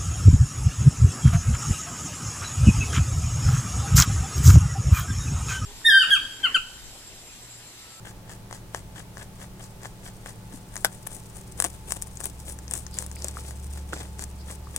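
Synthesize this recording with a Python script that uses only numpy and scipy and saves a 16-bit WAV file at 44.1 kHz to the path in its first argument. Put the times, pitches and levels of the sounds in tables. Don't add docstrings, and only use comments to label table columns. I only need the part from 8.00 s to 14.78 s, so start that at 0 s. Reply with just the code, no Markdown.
import sys
import numpy as np
from scipy import signal
from scipy.fft import rfft, irfft, next_fast_len
from scipy.io import wavfile
from scipy.ndimage import map_coordinates

SR = 44100
rng = np.random.default_rng(int(sys.argv[2]) if len(sys.argv) > 2 else 0)


def to_wav(s):
    ch = np.atleast_2d(s).T
    pcm = np.round(np.clip(ch, -1, 1) * 32767)
    wavfile.write(sys.argv[1], SR, pcm.astype(np.int16))


N = 298998


def amp(db):
    return 10 ** (np.asarray(db) / 20)


def unit(x):
    return x / np.sqrt(np.mean(x ** 2) + 1e-20)


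def along(points, hz):
    point_hz, values = np.transpose(points)
    return np.interp(np.log(hz + 1), np.log(point_hz + 1), values)


def curves(rows):
    times, *columns = np.transpose(rows)
    return [np.interp(np.arange(N) / SR, times, column) for column in columns]


def wobble(rate):
    knots = rng.standard_normal(int(N * rate / SR) + 4)
    return map_coordinates(knots, [np.arange(N) * rate / SR])


def filtered(x, response):
    size = next_fast_len(N + SR // 2)
    return irfft(rfft(x, size) * response(np.fft.rfftfreq(size, 1 / SR)), size)[..., :N]


def swells(times, widths, levels_db):
    t = np.arange(0, N, 32) / SR
    bells = np.exp(-((t[:, None] - times) / widths) ** 2)
    power = bells @ amp(levels_db) ** 2
    return np.interp(np.arange(N) / SR, t, np.sqrt(power))


def add(out, s, sound):
    out[:, round(s * SR):][:, :sound.shape[1]] += sound


def ring(x, click):
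    return signal.fftconvolve(x, click, axes=1)[:, :N]


def ping(spectrum, lean_db, beam_hz, beam_octaves, pitch=1, spread=0.32, lead=.00014, size=1024):
    hz = np.fft.rfftfreq(size, 1 / SR)
    beam = np.exp(-(np.log2((hz + 1) / pitch / beam_hz) / beam_octaves) ** 2)
    aim_db = lean_db * np.array([beam, np.full_like(hz, -spread)])
    cepstrum = irfft(np.log(amp(along(spectrum, hz / pitch) + aim_db)))
    cepstrum[:, 1:size // 2] *= 2
    cepstrum[:, size // 2 + 1:] = 0
    delay = 2j * np.pi * hz * np.array([[0], [lead]])
    click = irfft(np.exp(rfft(cepstrum) - delay))[:, :size // 2]
    return click / np.sqrt(np.sum(click ** 2) / 2)


def cells(rate, scatter_db, apart):
    bursts = (rng.random(N) < rate / SR) * rng.choice([-1, 1], N)
    sizes = amp(scatter_db * np.minimum(rng.standard_normal(N), 2))
    balance = 1 + apart * rng.standard_normal((2, N))
    return unit(bursts * sizes * balance)


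def tone(hz, waver_hz, flutter_db):
    phase = 2 * np.pi * (np.cumsum(hz + waver_hz * wobble(5)) / SR + rng.random())
    return unit(np.sin(phase) * amp(flutter_db * wobble(7)))


# pitch_hz [Hz], level_db [dB rms]
HUM_PARTIALS = [(108.7, -50), (120.5, -53), (149.9, -57.5), (163.1, -56), (190.3, -53), (380.6, -66),
                (869.5, -62.5)]
# time_s [s], pitch_hz [Hz], level_db [dB rms]
DRONE_GLIDE = [(0, 66.4, -72), (.9, 69.6, -50.5), (1.6, 76, -58), (3.2, 75.9, -61), (3.65, 65.94, -47),
               (4.3, 67.12, -44.5), (4.8, 67.8, -41), (5.2, 69.34, -40.5), (5.7, 69.7, -35.5),
               (6.1, 70, -38.5), (6.78, 68.3, -42)]
# freq_hz [Hz], density_db [relative dB per Hz]
AIR_COLOUR = [(15, -1), (30, 1.5), (45, 6), (70, -3), (130, -9), (220, -10), (330, -10.5), (650, -15),
              (870, -16), (1100, -19), (2000, -24), (5000, -27), (10000, -29), (15500, -32.5)]
# freq_hz [Hz], likeness [1 is mono, 0 is unrelated]
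AIR_LIKENESS = [(25, 1), (70, 0.71), (150, 0.73), (500, 0.75), (1500, 0.04), (5000, 0.024)]


def background():
    hum = sum(amp(db) * tone(hz, waver_hz=0.0016 * hz, flutter_db=1.56) for hz, db in HUM_PARTIALS)
    drone_hz, drone_db = curves(DRONE_GLIDE)
    drone = amp(drone_db) * tone(drone_hz, waver_hz=0.9, flutter_db=1.2)

    def mid_side(hz):
        turn = np.arccos(np.clip(along(AIR_LIKENESS, hz), -1, 1)) / 2
        return amp(along(AIR_COLOUR, hz)) * [np.cos(turn), np.sin(turn)]

    mid, side = filtered(rng.standard_normal((2, N)), mid_side)
    air = unit(np.array([mid + side, mid - side]))
    return hum + drone + amp(-46) * air


# freq_hz [Hz], t60_s [s to fall 60 dB]
ROOM_DECAY = [(200, 0.14), (1500, 0.13), (8000, 0.071), (16000, 0.076)]


def room(x):
    hz, t, grains = signal.stft(rng.standard_normal((2, SR // 3)), SR, nperseg=256)
    decay = amp(-60 * t / along(ROOM_DECAY, hz)[:, None])
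    tail = signal.istft(grains * decay, SR, nperseg=256)[1]
    tail = tail / np.linalg.norm(tail[0])
    return ring(x, np.pad(tail, ((0, 0), (90, 0))))


# time_s [s], parted [lips, 0-1], filled [cheek, 0-1]
MOUTH_SHAPE = [(0, 0.2, 0), (2.2, 0.27, 0.32), (2.9, 0.95, 0.6), (3.6, 0.86, 0.84), (4.3, 0.95, 0.96),
               (4.8, 0.93, 0.8), (5.3, 0.4, 0.98), (5.5, .55, 0.92), (5.95, 0, 0.73), (6.25, 0.5, 0.62),
               (6.78, 0.62, 0.64)]


def lips(s):
    times, parted, _ = np.transpose(MOUTH_SHAPE)
    return np.clip(np.interp(s, times, parted), 0, 1)


# middle_s [s], half_length_s [s], level_db [dB rms at the middle]
NOSE_SNIFFS = [(4.948, 0.015, -46), (5.185, 0.021, -51.5), (6.411, 0.016, -54), (6.656, 0.018, -62)]
# freq_hz [Hz], level_db [relative dB]
CRISP_COLOUR = [(1200, -20), (2400, -7), (3300, -8), (4300, -10), (5400, -1.5), (7000, -0.5), (9000, 0.5),
                (11500, -4.5), (15000, -9.5), (16500, -19)]
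RUSTLE_DB, RUSTLE_FILLED_DB = -66, 15.5


def muzzle():
    _, filled = np.clip(curves(MOUTH_SHAPE), 0, 1)
    rustle_db = RUSTLE_DB + RUSTLE_FILLED_DB * filled
    ticks = unit(amp(5.1 * wobble(90)) * cells(rate=900, scatter_db=3.0, apart=0.68))
    rustle = amp(rustle_db) * ring(ticks, ping(CRISP_COLOUR, lean_db=7.5, beam_hz=8620, beam_octaves=0.2))
    # freq_hz, relative level_db
    nostril = [(1500, -33), (4100, -1), (5000, 8), (5900, -15), (7200, -16), (10000, -41)]
    sniff = unit(filtered(rng.standard_normal((2, N)), lambda hz: amp(along(nostril, hz))))
    return rustle + swells(*np.transpose(NOSE_SNIFFS)) * sniff


# [dB, left over right]
MOUTH_POPS = [(2.542, -31, 258, 8), (3.6469, -20.5, 683, 7), (3.647, -31, 410, 12), (5.166, -27.5, 2240, 6),
              (5.2444, -27, 590, 2), (5.37, -19.5, 1240, 4), (5.932, -13, 1417, -4), (5.933, -28, 299, -3),
              (6.671, -32.5, 1120, 11)]
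SMACK_CYCLES = 12.2


def smacks(rise_s=0.00036, glide=0.065):
    out = np.zeros((2, N + SR))
    t = np.arange(SR // 8) / SR
    for s, db, hz, lean_db in MOUTH_POPS:
        t60 = SMACK_CYCLES / hz
        pitch_hz = hz * (1 + glide * np.minimum(t / t60, 1))
        phase = 2 * np.pi * np.cumsum(pitch_hz) / SR
        pop = np.sin(phase) * amp(db - 60 * t / t60) * (1 - np.exp(-t / rise_s))
        add(out, s, pop * amp([[lean_db / 2], [-lean_db / 2]]))
    return out[:, :N]


# middle_s [s], half_length_s [s], level_db [dB before the chewing trim]
CRUNCH_STROKES = [(2.553, .023, -45.5), (2.78, 0.042, -45.5), (2.858, 0.0078, -30), (2.938, 0.024, -47.5),
                  (3.073, 0.0038, -34), (3.145, 0.03, -41), (3.37, .025, -45), (3.61, .022, -40),
                  (3.655, .012, -29.5), (3.747, 0.018, -47), (3.915, 0.024, -36), (3.968, .005, -33.5),
                  (4.075, 0.0095, -48), (4.211, 0.0078, -37.5), (4.254, 0.019, -35.5), (4.503, 0.024, -38),
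                  (4.762, 0.036, -36), (5.008, .033, -39.5), (5.255, 0.036, -41.5), (5.392, 0.031, -44),
                  (5.487, 0.028, -42), (5.773, 0.032, -50), (5.942, .012, -42), (5.992, 0.048, -44.5),
                  (6.218, .02, -39.5), (6.51, 0.03, -42.5), (6.785, 0.045, -45)]
GRIND_START_S, GRIND_PERIOD_S, SETTLE_S, SETTLE_STROKES = 0.084, 0.215, 0.051, 1.5
GRIND_HALF_S, GRIND_DB, GRIND_RISE_DB_PER_S = .024, -46.5, 0.73
MUFFLED_DB, MUFFLED_PARTED_DB = 0.5, -11


def strokes(count=11):
    k = np.arange(count)
    beats = GRIND_START_S + GRIND_PERIOD_S * k + SETTLE_S * (1 - np.exp(-k / SETTLE_STROKES))
    grinding = [(s, GRIND_HALF_S, GRIND_DB + GRIND_RISE_DB_PER_S * s) for s in beats]
    s, width, db = np.transpose(grinding + list(CRUNCH_STROKES))
    return s, width, db, db + MUFFLED_DB + MUFFLED_PARTED_DB * lips(s)


CRISP_HZ = 8100
CHIP_DB, CHIP_KNOCK_DB, CHIP_SCATTER_DB = 17.5, 20, 5.5
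CHIP_LEAD, CHIP_DETUNE = .45, .07


def chips(count=2, spread=.7):
    rows = []
    for s, width, crisp_db, muffled_db in zip(*strokes()):
        for when, strength, colour in np.clip(rng.standard_normal((count, 3)), -2, 2):
            size_db = CHIP_SCATTER_DB * strength
            start_s = max(s + width * (spread * when - CHIP_LEAD), 0)
            snap_db = crisp_db + CHIP_DB + size_db
            knock_db = muffled_db + CHIP_KNOCK_DB + size_db
            rows.append((start_s, snap_db, knock_db, CRISP_HZ * (1 + CHIP_DETUNE * colour)))
    return rows


def fracture(click, splinter_db, splinter_t60, splinter_hz=2500, size=1024):
    splinters = rng.standard_normal((2, size)) * amp(-60 * np.arange(size) / SR / splinter_t60)
    high_pass = signal.butter(1, min(splinter_hz, SR / 4), "high", fs=SR)
    splinters = signal.lfilter(*high_pass, splinters)
    force = amp(splinter_db) * splinters / np.linalg.norm(splinters[0])
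    force[:, 0] = 1
    return signal.fftconvolve(force, click, axes=1)


# [Hz, centre]
FIBRE_SNAPS = [(0.5109, -25, -15, 7900), (0.5275, -16.5, -11, 6550), (0.7473, -11.5, -2, 7100),
               (1.171, -27, -16, 6000), (1.8562, -22, -13.5, 6700), (2.2604, -20.5, -14, 8100),
               (2.7567, -13, -16, 8500), (2.7659, -9.5, -11, 6400), (3.0719, -9.5, -22, 10200),
               (3.6013, 7.5, -3, 8740), (3.6233, 0.5, -9.5, 8300), (3.6422, 1, -9, 8100),
               (3.6469, -3.5, -9, 7650), (3.9215, 1.5, -6.5, 8150), (4.0225, -3.5, -24, 8800),
               (4.172, -14.5, -38, 6950), (4.2115, -29, -17.5, 8000), (4.2563, -3, -20, 9600),
               (4.5888, -17.5, -24, 7460), (4.6801, -18.5, -30, 5750), (4.7112, -6, -22, 8300),
               (4.7375, -1.5, -20, 8280), (4.8663, -15, -23.5, 6160), (4.9874, -1.5, -20, 7200),
               (5.0639, -14.5, -23, 8750), (5.1147, -17, -22.5, 7050), (5.2219, -13.5, -30, 6000),
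               (5.2445, -4.5, -24, 7600), (5.284, -7, -28, 7400), (5.9325, -19, -26, 7900),
               (6.1938, -13.5, -16.5, 7000), (6.2395, -10.5, -23, 7340), (6.7628, -0.5, -17.5, 8160)]
# freq_hz [Hz], level_db [relative dB]
KNOCK_COLOUR = [(100, -6), (300, -4), (600, 6), (1050, 1), (1500, -6.5), (1950, 0.5), (2600, -15),
                (5000, -19), (10000, -39)]
# [dB, lift of the left beam]
BITE_CRACKS = [(2.8472, 10, 5), (2.8536, 1, 1.5)]
# freq_hz [Hz], level_db [relative dB]
BITE_COLOUR = [(100, -17), (330, -14), (700, -0.5), (1000, -6.5), (1500, -1.5), (1950, -6.5), (2600, -22),
               (3500, -5.5), (4300, -16.5), (5400, -3), (6400, -13), (9500, -9.5), (13000, -11),
               (16000, -33)]
SNAP_LEAN_DB, SNAP_PARTED_LEAN_DB = 6, 6.5
SNAP_TOP_HZ, SNAP_DULLING_HZ_PER_DB = 15300, 650


def snaps():
    out = np.zeros((2, N + SR))
    for s, db, lean_db in BITE_CRACKS:
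        body = ping(BITE_COLOUR, lean_db, beam_hz=1540, beam_octaves=0.13, spread=.8)
        add(out, s, amp(db) * fracture(body, splinter_db=-2, splinter_t60=0.0067))
    for s, crisp_db, knock_db, hz in list(FIBRE_SNAPS) + chips():
        lean_db = SNAP_LEAN_DB + SNAP_PARTED_LEAN_DB * lips(s)
        top_hz = np.clip(SNAP_TOP_HZ - SNAP_DULLING_HZ_PER_DB * crisp_db, SR / 10, SR / 2.2)
        crisp = ping(CRISP_COLOUR, lean_db, beam_hz=8200, beam_octaves=0.28, pitch=hz / CRISP_HZ)
        crisp = signal.lfilter(*signal.butter(2, top_hz, fs=SR), crisp)
        knock = ping(KNOCK_COLOUR, lean_db, beam_hz=1440, beam_octaves=1.0, spread=0.19, pitch=0.92)
        click = amp(crisp_db) * crisp - amp(knock_db) * knock
        add(out, s, fracture(click, splinter_db=-2.5, splinter_t60=.016))
    return out[:, :N]


# freq_hz [Hz], level_db [relative dB]
HOLLOW_COLOUR = [(100, -24), (300, -3), (700, 3), (1200, 0.5), (1650, -5), (2000, 0.5), (2500, -8),
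                 (3300, 2), (4500, -16), (9000, -39)]
# freq_hz [Hz], level_db [relative dB]
PACKED_COLOUR = [(100, -13.5), (260, 2), (450, 3.5), (720, -1), (950, -3.5), (1500, -8), (2000, -9.5),
                 (2600, -6), (3600, -6), (5000, -28), (9000, -69)]


def chewing():
    s, width, crisp_db, muffled_db = strokes()
    parted, filled = np.clip(curves(MOUTH_SHAPE), 0, 1)
    crush = unit(amp(2.1 * wobble(220)) * cells(rate=6000, scatter_db=4.0, apart=1.0))
    shut = ring(crush, ping(CRISP_COLOUR, lean_db=4, beam_hz=9600, beam_octaves=0.18, pitch=0.84))
    wide = ring(crush, ping(CRISP_COLOUR, lean_db=11, beam_hz=8360, beam_octaves=0.38, pitch=1.052))
    crisp = unit((1 - parted) * shut + parted * wide)
    crumbs = crush + 1.1 * cells(rate=450, scatter_db=0.0, apart=0.47)
    grit = unit(amp(5.3 * np.minimum(wobble(130), 1.3)) * crumbs)
    hollow = ring(grit, ping(HOLLOW_COLOUR, lean_db=11.5, beam_hz=1660, beam_octaves=0.21))
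    packed = ring(grit, ping(PACKED_COLOUR, lean_db=3.5, beam_hz=1520, beam_octaves=0.27, spread=0.29))
    muffled = unit((1 - filled) * hollow + filled * packed)
    early = s - 0.3 * width
    crackle = amp(-1.0) * swells(s, width, crisp_db) * crisp
    grinding = amp(1.5) * swells(early, width, muffled_db) * muffled
    return crackle + grinding


def scene():
    rabbit = chewing() + snaps() + smacks() + muzzle()
    return rabbit + amp(-16.0) * room(rabbit) + background()


def record(dry):
    return filtered(dry, lambda hz: hz < 16000)


dry = scene()
out = record(dry)
to_wav(out)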